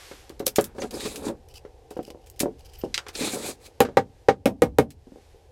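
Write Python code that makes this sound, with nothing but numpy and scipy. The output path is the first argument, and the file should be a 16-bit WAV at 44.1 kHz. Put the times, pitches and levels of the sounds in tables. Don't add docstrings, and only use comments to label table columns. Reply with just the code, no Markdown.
import sys
import numpy as np
from scipy import signal
from scipy.fft import rfft, irfft, next_fast_len
from scipy.io import wavfile

SR = 44100
rng = np.random.default_rng(int(sys.argv[2]) if len(sys.argv) > 2 else 0)


def int16_out(signal):
    q = np.round(np.clip(np.atleast_2d(signal).T, -1, 1) * 32767)
    wavfile.write(sys.argv[1], SR, q.astype(np.int16))


N = 242991
TIME = np.arange(N) / SR
AGE = TIME[:SR // 2]


def from_db(db):
    return 10 ** (np.asarray(db) / 20)


def rms_one(x):
    return x / np.sqrt(np.mean(x ** 2) + 1e-20)


def hit_one(x):
    return x / np.sqrt(np.mean(x[:SR // 50] ** 2))


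def dying(t60):
    return from_db(-60 * AGE / t60)


def at_hz(points, hz):
    f, value = np.transpose(points)
    return np.interp(np.log(hz + 1), np.log(f), value)


def gain_curve(s, db):
    return from_db(np.interp(TIME, s, db, -np.inf, -np.inf))


def coloured(x, spectrum):
    hz = np.arange(len(x) // 2 + 1) * SR / len(x)
    low_skirt = 1 / (1 + (spectrum[0][0] / (hz + 1)) ** 8)
    high_skirt = 1 / (1 + (hz / spectrum[-1][0]) ** 8)
    gain = from_db(at_hz(spectrum, hz)) * low_skirt * high_skirt
    return rms_one(irfft(rfft(x) * gain, len(x)))


def noise(spectrum, size):
    return coloured(rng.standard_normal(next_fast_len(size)), spectrum)[:size]


def band(x, low_hz, high_hz, order=2):
    sos = signal.butter(order, [low_hz, high_hz], "band", fs=SR, output="sos")
    return signal.sosfilt(sos, x)


def highpass(x, low_hz):
    return signal.sosfilt(signal.butter(2, low_hz, "high", fs=SR, output="sos"), x)


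def drift(rate):
    knots = rng.standard_normal(N // 20)
    return rms_one(np.interp(TIME * rate, np.arange(len(knots)), knots))


def add(track, s, sound):
    start = int(round(s * SR))
    track[start:start + len(sound)] += sound[:N - start]


def ring(modes, t60, vary_db, detune, emphasis=((100, 0), (1000, 0))):
    out = 0
    lowest_hz = modes[0][0]
    for hz, db in modes:
        strength, shift = rng.standard_normal(2)
        height = from_db(db + at_hz(emphasis, hz) + vary_db * strength)
        decay = dying(t60 * (lowest_hz / hz) ** (1 / 4))
        out = out + height * decay * np.sin(2 * np.pi * hz * (1 + detune * shift) * AGE)
    return hit_one(out)


def burst(spectrum, crack_t60, tail_t60, tail_db):
    decay = dying(crack_t60) + from_db(tail_db) * dying(tail_t60)
    return hit_one(noise(spectrum, len(AGE)) * decay)


def grit(spectrum, grain_db, catch_db, patchy_db):
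    grain_levels = from_db(grain_db * rng.standard_normal(N) + catch_db * drift(120))
    hiss = coloured(rng.standard_normal(N) * grain_levels, spectrum)
    edges = np.geomspace(500, 18000, 11)
    out = 0
    for low, high in zip(edges, edges[1:]):
        out = out + band(hiss, low, high, order=1) * from_db(patchy_db * drift(35))
    return rms_one(out)


# time_s, level_db
RUMBLE_LEVELS = [(0.0, -57.5), (0.35, -53), (1.45, -50.5), (1.95, -57), (2.8, -46.5), (3.3, -57.5),
                 (4.7, -50.5), (5.5, -53)]
# freq_hz, relative_density_db (per Hz)
RUMBLE_SPECTRUM = [(13, -25.5), (22, 7.5), (70, 13.5), (97, 6.5), (124, 4), (170, -23), (220, -35.5),
                   (370, -120)]
AIR_SPECTRUM = [(76, -37.5), (130, -4), (167, -17), (247, -13), (467, 1.5), (655, -11.5), (769, -3),
                (1100, -22.5), (1430, -49.5), (2420, -120)]
HISS_SPECTRUM = [(590, -23.5), (1000, -0.5), (1350, -3), (1590, 0), (5130, -3.5), (13600, -13),
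                 (16000, -31)]
# top_s, half_width_s (to 1/e), level_db
HISS_SWELLS = [(0.04, 0.19, -49.5), (2.85, 0.18, -68), (3.65, 0.21, -76.5), (4.192, 0.12, -71.5),
               (5.2, 0.19, -63)]
AIR_DB, STEADY_HISS_DB = -57, -69


def background():
    rumble_level = from_db(np.interp(TIME, *np.transpose(RUMBLE_LEVELS)))
    rumble = rumble_level * noise(RUMBLE_SPECTRUM, N)
    hiss_level = from_db(STEADY_HISS_DB)
    for top_s, width_s, db in HISS_SWELLS:
        hiss_level = hiss_level + from_db(db) * np.exp(-((TIME - top_s) / width_s) ** 2)
    hiss = hiss_level * noise(HISS_SPECTRUM, N)
    return rumble + hiss + from_db(AIR_DB) * noise(AIR_SPECTRUM, N)


# pitch_hz, relative_level_db
BOARD_MODES = [(165, -18.5), (226, -9.5), (258, -3), (290, 1), (345, 4.5), (398, 6), (470, 7), (548, 4),
               (610, -10.5), (680, -10), (735, -2), (790, -13.5), (926, -10.5), (1367, -22), (1470, -27.5)]
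# freq_hz, relative_density_db (per Hz)
CLACK_SPECTRUM = [(500, -12.5), (900, 0.5), (1500, 3), (2400, -7.5), (3500, -10.5), (6000, -16.5),
                  (15000, -36.5)]


def touch(body_db, weight_db, clack_db):
    weight = [(260, weight_db), (400, 0.0077)]
    modes = ring(BOARD_MODES, t60=0.1, vary_db=4.0, detune=0.042, emphasis=weight)
    body = from_db(body_db) * hit_one(highpass(modes, 280) * (dying(0.77) + 0.54))
    clack = from_db(clack_db) * burst(CLACK_SPECTRUM, crack_t60=0.065, tail_t60=0.37, tail_db=-21.5)
    soft_onset = 1 - dying(0.006)
    return (body + clack) * soft_onset


# start_s, body_db, low_mode_weight_db, clack_db, second_touch_db (added to the second touch)
BUMPS_AND_TAPS = [(0.113, -39, -6.5, -49, -11.5), (0.3, -40, -5, -53.5, -8.5), (0.402, -27.5, -6, -45, -9),
                  (0.468, -26, -9, -41, -26), (0.584, -12.5, -5.5, -26, -20.5),
                  (0.783, -34, -32, -44.5, -14), (0.821, -30, -7, -44, -1.5), (1.052, -35.5, 12, -47, -3),
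                  (1.176, -40, 28, -69, -17), (1.298, -29, 0, -51, -20), (1.65, -39, -25, -55.5, -26),
                  (1.91, -38, -7, -56, -16), (1.967, -31, -7, -55, 5), (2.079, -41, -6, -79, 0),
                  (2.147, -41, -4, -75, -12), (2.408, -27, 9.5, -48, 6), (2.458, -22, 1.5, -54.5, -9),
                  (2.837, -23.5, -1.5, -62, -12.5), (2.977, -43.5, -34, -35, -22),
                  (3.065, -46, -28, -42.5, 1.5), (3.209, -28.5, 21, -45, -2.5),
                  (3.334, -31, 6.5, -42.5, -6), (3.849, -27.5, 5, -36, -18), (3.887, -30, -10, -49, -19),
                  (5.07, -38, 17, -80, -26), (5.12, -38, 22, -85, -13.5), (5.159, -39, -19, -73, -10.5),
                  (5.345, -47.5, -15, -83, -16)]
SECOND_S, SECOND_WEIGHT_DB, SECOND_CLACK_DB = .024, 7, -5


def bumps_and_taps():
    out = np.zeros(N)
    for s, body_db, weight_db, clack_db, second_db in BUMPS_AND_TAPS:
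        second = touch(body_db, weight_db + SECOND_WEIGHT_DB, clack_db + SECOND_CLACK_DB)
        add(out, s, touch(body_db, weight_db, clack_db))
        add(out, s + SECOND_S, from_db(second_db) * second)
    return out


def brief_ring(force, low_hz, high_hz, t60, ring_db, count):
    steps = (np.arange(count) + rng.random(count)) / count
    pitches = low_hz * (high_hz / low_hz) ** steps
    age = AGE[:SR // 10]
    waves = np.cos(2 * np.pi * pitches[:, None] * age)
    modes = waves.T @ rng.normal(0, 1, count) * dying(t60)[:len(age)]
    direct = band(force, low_hz, high_hz)
    rung = signal.fftconvolve(direct, modes)[:len(force)]
    return direct + from_db(ring_db) * rung * np.std(direct) / np.std(rung)


# spike_s, mid_db, treble_db, tail_db (of the force after the spike)
SNAPS_AND_CLICKS = [(0.295, -53.5, -57.5, -14), (0.395, -49.5, -51, 0), (0.4672, -30, -20.5, -21),
                    (0.477, -36, -50, -11), (0.5597, -34, -31, -5), (0.5966, -51, -49.5, 4),
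                    (0.6107, -58, -36, -13.5), (0.642, -49, -38, -7), (0.819, -38.5, -63, 2),
                    (0.9084, -47, -50, 4), (1.006, -41, -52, -2), (1.1588, -41.5, -44.5, -6),
                    (1.906, -56.5, -57, 4), (2.1037, -52.5, -62, -20), (2.3001, -68.5, -51.5, -19),
                    (2.3943, -47.5, -39, -3), (2.4023, -31.5, -28, 3), (2.9425, -26, -53, 1.5),
                    (2.9786, -28.5, -66, -16), (3.0842, -43.5, -53.5, 0), (3.1522, -36.5, -64, 5),
                    (4.9053, -48, -49, -7)]
SPIKE_DB, SWELL_DB, SWELL_FOLLOWS = 12.5, -4, 0.561


def snaps_and_clicks():
    out = np.zeros(N)
    lead = SR // 50
    for s, mid_db, treble_db, tail_db in SNAPS_AND_CLICKS + ticks():
        before = from_db(SWELL_DB + SWELL_FOLLOWS * treble_db) * dying(0.015)[:lead][::-1]
        after = 0.2 * dying(0.0054) + from_db(tail_db) * dying(0.07)
        envelope = np.concatenate([before, after])
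        uneven = from_db(2.5 * rng.standard_normal(len(envelope)))
        force = envelope * rng.standard_normal(len(envelope)) * uneven
        force[lead] += from_db(SPIKE_DB)
        mid = brief_ring(force, 1700, 5600, t60=0.01, ring_db=-10.0, count=14)
        treble = brief_ring(force, 6200, 14500, t60=.02, ring_db=-10.0, count=8)
        for part, db in (mid, mid_db), (-treble, treble_db):
            add(out, s - lead / SR, from_db(db) * part / np.std(part[lead:2 * lead]))
    return out


# time_s, judder_db, grit_db
LIFT = [(0.75, -47, -65), (0.82, -33, -45), (0.844, -29, -49), (0.9, -67, -69)]
SHIFT = [(0.9, -61, -75), (0.906, -49, -63), (0.94, -30.5, -45), (1.024, -42, -40.5), (1.054, -30, -33.5),
         (1.106, -45, -42.5), (1.224, -39, -52), (1.286, -25, -34.5), (1.36, -58.5, -97)]
DRAG = [(3.13, -74, -55), (3.15, -51.5, -42.5), (3.22, -35, -31), (3.294, -39.5, -31), (3.378, -34, -37.5),
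        (3.4, -35, -41), (3.498, -33, -34), (3.56, -61.5, -63)]
NUDGE = [(3.6, -80.5, -63), (3.666, -55.5, -47.5), (3.72, -77, -81)]
# freq_hz, relative_density_db (per Hz)
JUDDER_SPECTRUM = [(53, -54.5), (90, -6.5), (151, -11), (239, 0.5), (301, 0.5), (460, 2.5), (578, -2.5),
                   (641, -10), (744, -8.5), (1400, -19), (1820, -23), (3080, -120)]
GRIT_SPECTRUM = [(470, -19.5), (800, -9.5), (1700, -12.5), (2380, -6), (2950, -12), (4130, -4.5),
                 (5310, -11.5), (6570, -8.5), (8880, -8.5), (14800, -18.5), (16000, -17)]


def sliding():
    shaking = crushing = 0
    for stroke in (LIFT, SHIFT, DRAG, NUDGE):
        s, judder_db, grit_db = np.transpose(stroke)
        shaking = shaking + gain_curve(s, judder_db)
        crushing = crushing + gain_curve(s, grit_db)
    slips = rng.standard_normal(N) * from_db(2.8 * rng.standard_normal(N) + 3.7 * drift(130))
    judder = shaking * coloured(slips, JUDDER_SPECTRUM)
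    return judder + crushing * grit(GRIT_SPECTRUM, grain_db=1.0, catch_db=1.0, patchy_db=3.5)


# start_s, length_s, centre_pitch_hz, peak_db
SQUEAKS = [(0.798, 0.028, 6450, -41.5), (0.937, 0.02, 5070, -40), (2.783, 0.028, 13400, -45),
           (3.148, .02, 7200, -53), (3.149, .022, 3630, -38)]


def squeaks():
    out = np.zeros(N)
    for s, length_s, hz, db in SQUEAKS:
        size = int(length_s * SR)
        wobble = 0.057 * drift(820)[:size]
        fall = 0.036 * np.linspace(-1, 1, size)
        pitch = hz * (1 + wobble - fall)
        whistle = np.sin(2 * np.pi * np.cumsum(pitch) / SR)
        add(out, s, from_db(db) * signal.windows.tukey(size) * whistle)
    return out


# start_s, length_s, creak_end_db, strongest_tick_db
CREAKS = [(1.483, .1, -56, -58), (1.902, .21, -55, -61), (2.205, .19, -63, -61), (2.583, .28, -54, -60)]
# freq_hz, relative_density_db (per Hz)
CREAK_SPECTRUM = [(710, -86), (1200, -8), (1540, -10), (1870, -22), (2950, 7.5), (3620, -12.5), (4800, 3.5),
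                  (6100, -4), (6650, -7.5), (14000, -10), (16000, -14)]
CREAK_RISE_DB = 7


def creaking():
    effort = 0
    for start_s, length_s, end_db, _ in CREAKS:
        effort = effort + gain_curve([start_s, start_s + length_s], [end_db - CREAK_RISE_DB, end_db])
    return effort * grit(CREAK_SPECTRUM, grain_db=7.0, catch_db=7.5, patchy_db=-1.0)


TICKS_PER_S, TICK_TREBLE_DB, TICK_TAIL_DB = 18, 0, -1


def ticks():
    rows = []
    for start_s, length_s, _, tick_db in CREAKS:
        count = max(1, round(length_s * TICKS_PER_S))
        for k, (when, weakness) in enumerate(rng.random((count, 2))):
            s = start_s + length_s * (k + when) / count
            db = tick_db - 7 * weakness
            rows.append((s, db, db + TICK_TREBLE_DB, TICK_TAIL_DB))
    return rows


# start_s, plank_db, bench_thump_db, knock_db, steel_db
BLOWS = [(3.804, -10.5, -15, -22.5, -24), (3.97, -9.5, -16.5, -19.5, -37), (4.285, -8, -15, -20.5, -46.5),
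         (4.457, -10, -10, -25, -24), (4.62, -7, -9, -21.5, -26.5), (4.785, -7, -7, -18.5, -25.5)]
# pitch_hz, relative_level_db
PLANK_MODES = [(335, -19.5), (385, -7), (432, -5), (468, 3.5), (492, 0), (526, -3), (560, -17), (675, -17),
               (722, -18.5), (778, 2), (802, -18.5), (915, -10.5), (1090, -23.5), (1227, -9), (1340, -23.5),
               (1480, -12.5), (1540, -18), (1641, -22.5), (1882, -9.5), (2172, -11), (2358, -14),
               (2720, -23), (3300, -36), (3700, -32), (4000, -19.5)]
BENCH_MODES = [(102, -12.5), (128, -21), (170, -12), (240, -1.5), (272, 1)]
# freq_hz, relative_density_db (per Hz)
FRAME_SPECTRUM = [(85, -4.5), (130, -8.5), (250, -3.5), (480, -9.5), (620, -7), (800, -15), (1100, -18.5)]
BOOM_SPECTRUM = [(40, -11), (70, 0), (110, -4.5), (150, -26)]
STEEL_SPECTRUM = [(900, -13), (2500, 10.5), (4500, 0.5), (7000, 0), (12000, 1), (16000, -4)]
FRAME_DB, BOOM_DB = -4.5, -29.5


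def hammer():
    out = np.zeros(N)
    for s, plank_db, thump_db, knock_db, steel_db in BLOWS:
        hardness = [(520, 0.017), (1000, knock_db - plank_db + 8.0)]
        swing = (1 - dying(0.012)) * (dying(0.1) + 1.3)
        modes = ring(PLANK_MODES, t60=0.12, vary_db=2.06, detune=0.011, emphasis=hardness)
        plank = from_db(plank_db) * hit_one(highpass(modes * swing, 260))
        bench = ring(BENCH_MODES, t60=0.1, vary_db=2.0, detune=0.04) * (1 - dying(0.017))
        bench = highpass(bench, 86)
        frame = burst(FRAME_SPECTRUM, crack_t60=0.13, tail_t60=0.1, tail_db=-12.5)
        frame = from_db(FRAME_DB) * frame * (1 - dying(0.0082))
        boom = burst(BOOM_SPECTRUM, crack_t60=0.65, tail_t60=1.0, tail_db=-5)
        boom = from_db(BOOM_DB) * boom * (1 - dying(0.035))
        thump = from_db(thump_db) * (bench + frame + boom)
        clack = burst(CLACK_SPECTRUM, crack_t60=0.0075, tail_t60=0.096, tail_db=-3.5)
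        clack = from_db(knock_db) * clack * (1 - dying(0.0079))
        steel = from_db(steel_db) * burst(STEEL_SPECTRUM, crack_t60=0.0076, tail_t60=0.094, tail_db=-9)
        add(out, s, plank + thump + clack + steel)
    return out


# delay_s, level_db
NEAR_ECHOES = [(.0013, -35.5), (.0031, -25), (0.013, -15.5)]


def near_echoes(x):
    out = x.copy()
    upper = highpass(x, 1000)
    for delay_s, db in NEAR_ECHOES:
        add(out, delay_s, from_db(db) * upper)
    return out


# freq_hz, t60_s
ROOM_T60 = [(100, 0.41), (300, 0.13), (800, 0.092), (2000, 0.053), (6000, 0.081), (15000, 0.082)]


def workshop(x, wet_db, delay_s):
    edges = np.geomspace(70, 18000, 9)
    tail = 0
    for low, high in zip(edges, edges[1:]):
        decay = dying(at_hz(ROOM_T60, np.sqrt(low * high)))
        tail = tail + band(rng.standard_normal(len(AGE)), low, high) * decay
    tail = tail * np.clip(AGE / delay_s - .5, 0, 1)
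    return x + from_db(wet_db) * signal.fftconvolve(x, tail / np.linalg.norm(tail))[:N]


def gain_control(x, threshold_db, release_db_per_s, attack_s):
    power = signal.lfilter([1 / 200], [1, 1 / 200 - 1], x ** 2)
    level = 10 * np.log10(np.maximum(power, 1e-12))
    release = release_db_per_s * TIME
    held = np.maximum.accumulate(level + release, axis=-1) - release
    pole = np.exp(-1 / (attack_s * SR))
    reduction_db = signal.lfilter([1 - pole], [1, -pole], np.maximum(held - threshold_db, 0))
    return x * from_db(-reduction_db)


def scene():
    work = bumps_and_taps() + snaps_and_clicks() + sliding() + squeaks() + creaking() + hammer()
    return (workshop(near_echoes(work), wet_db=-17.5, delay_s=0.009) + background())[None]


def record(dry):
    held = gain_control(dry, threshold_db=-11.0, release_db_per_s=11.5, attack_s=0.05)
    rounded = held / (1 + (held / .82) ** 4) ** (1 / 4)
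    top_cut = signal.cheby2(20, 70, 16700, fs=SR, output="sos")
    return signal.sosfilt(top_cut, rounded)


dry = scene()
out = record(dry)
int16_out(out)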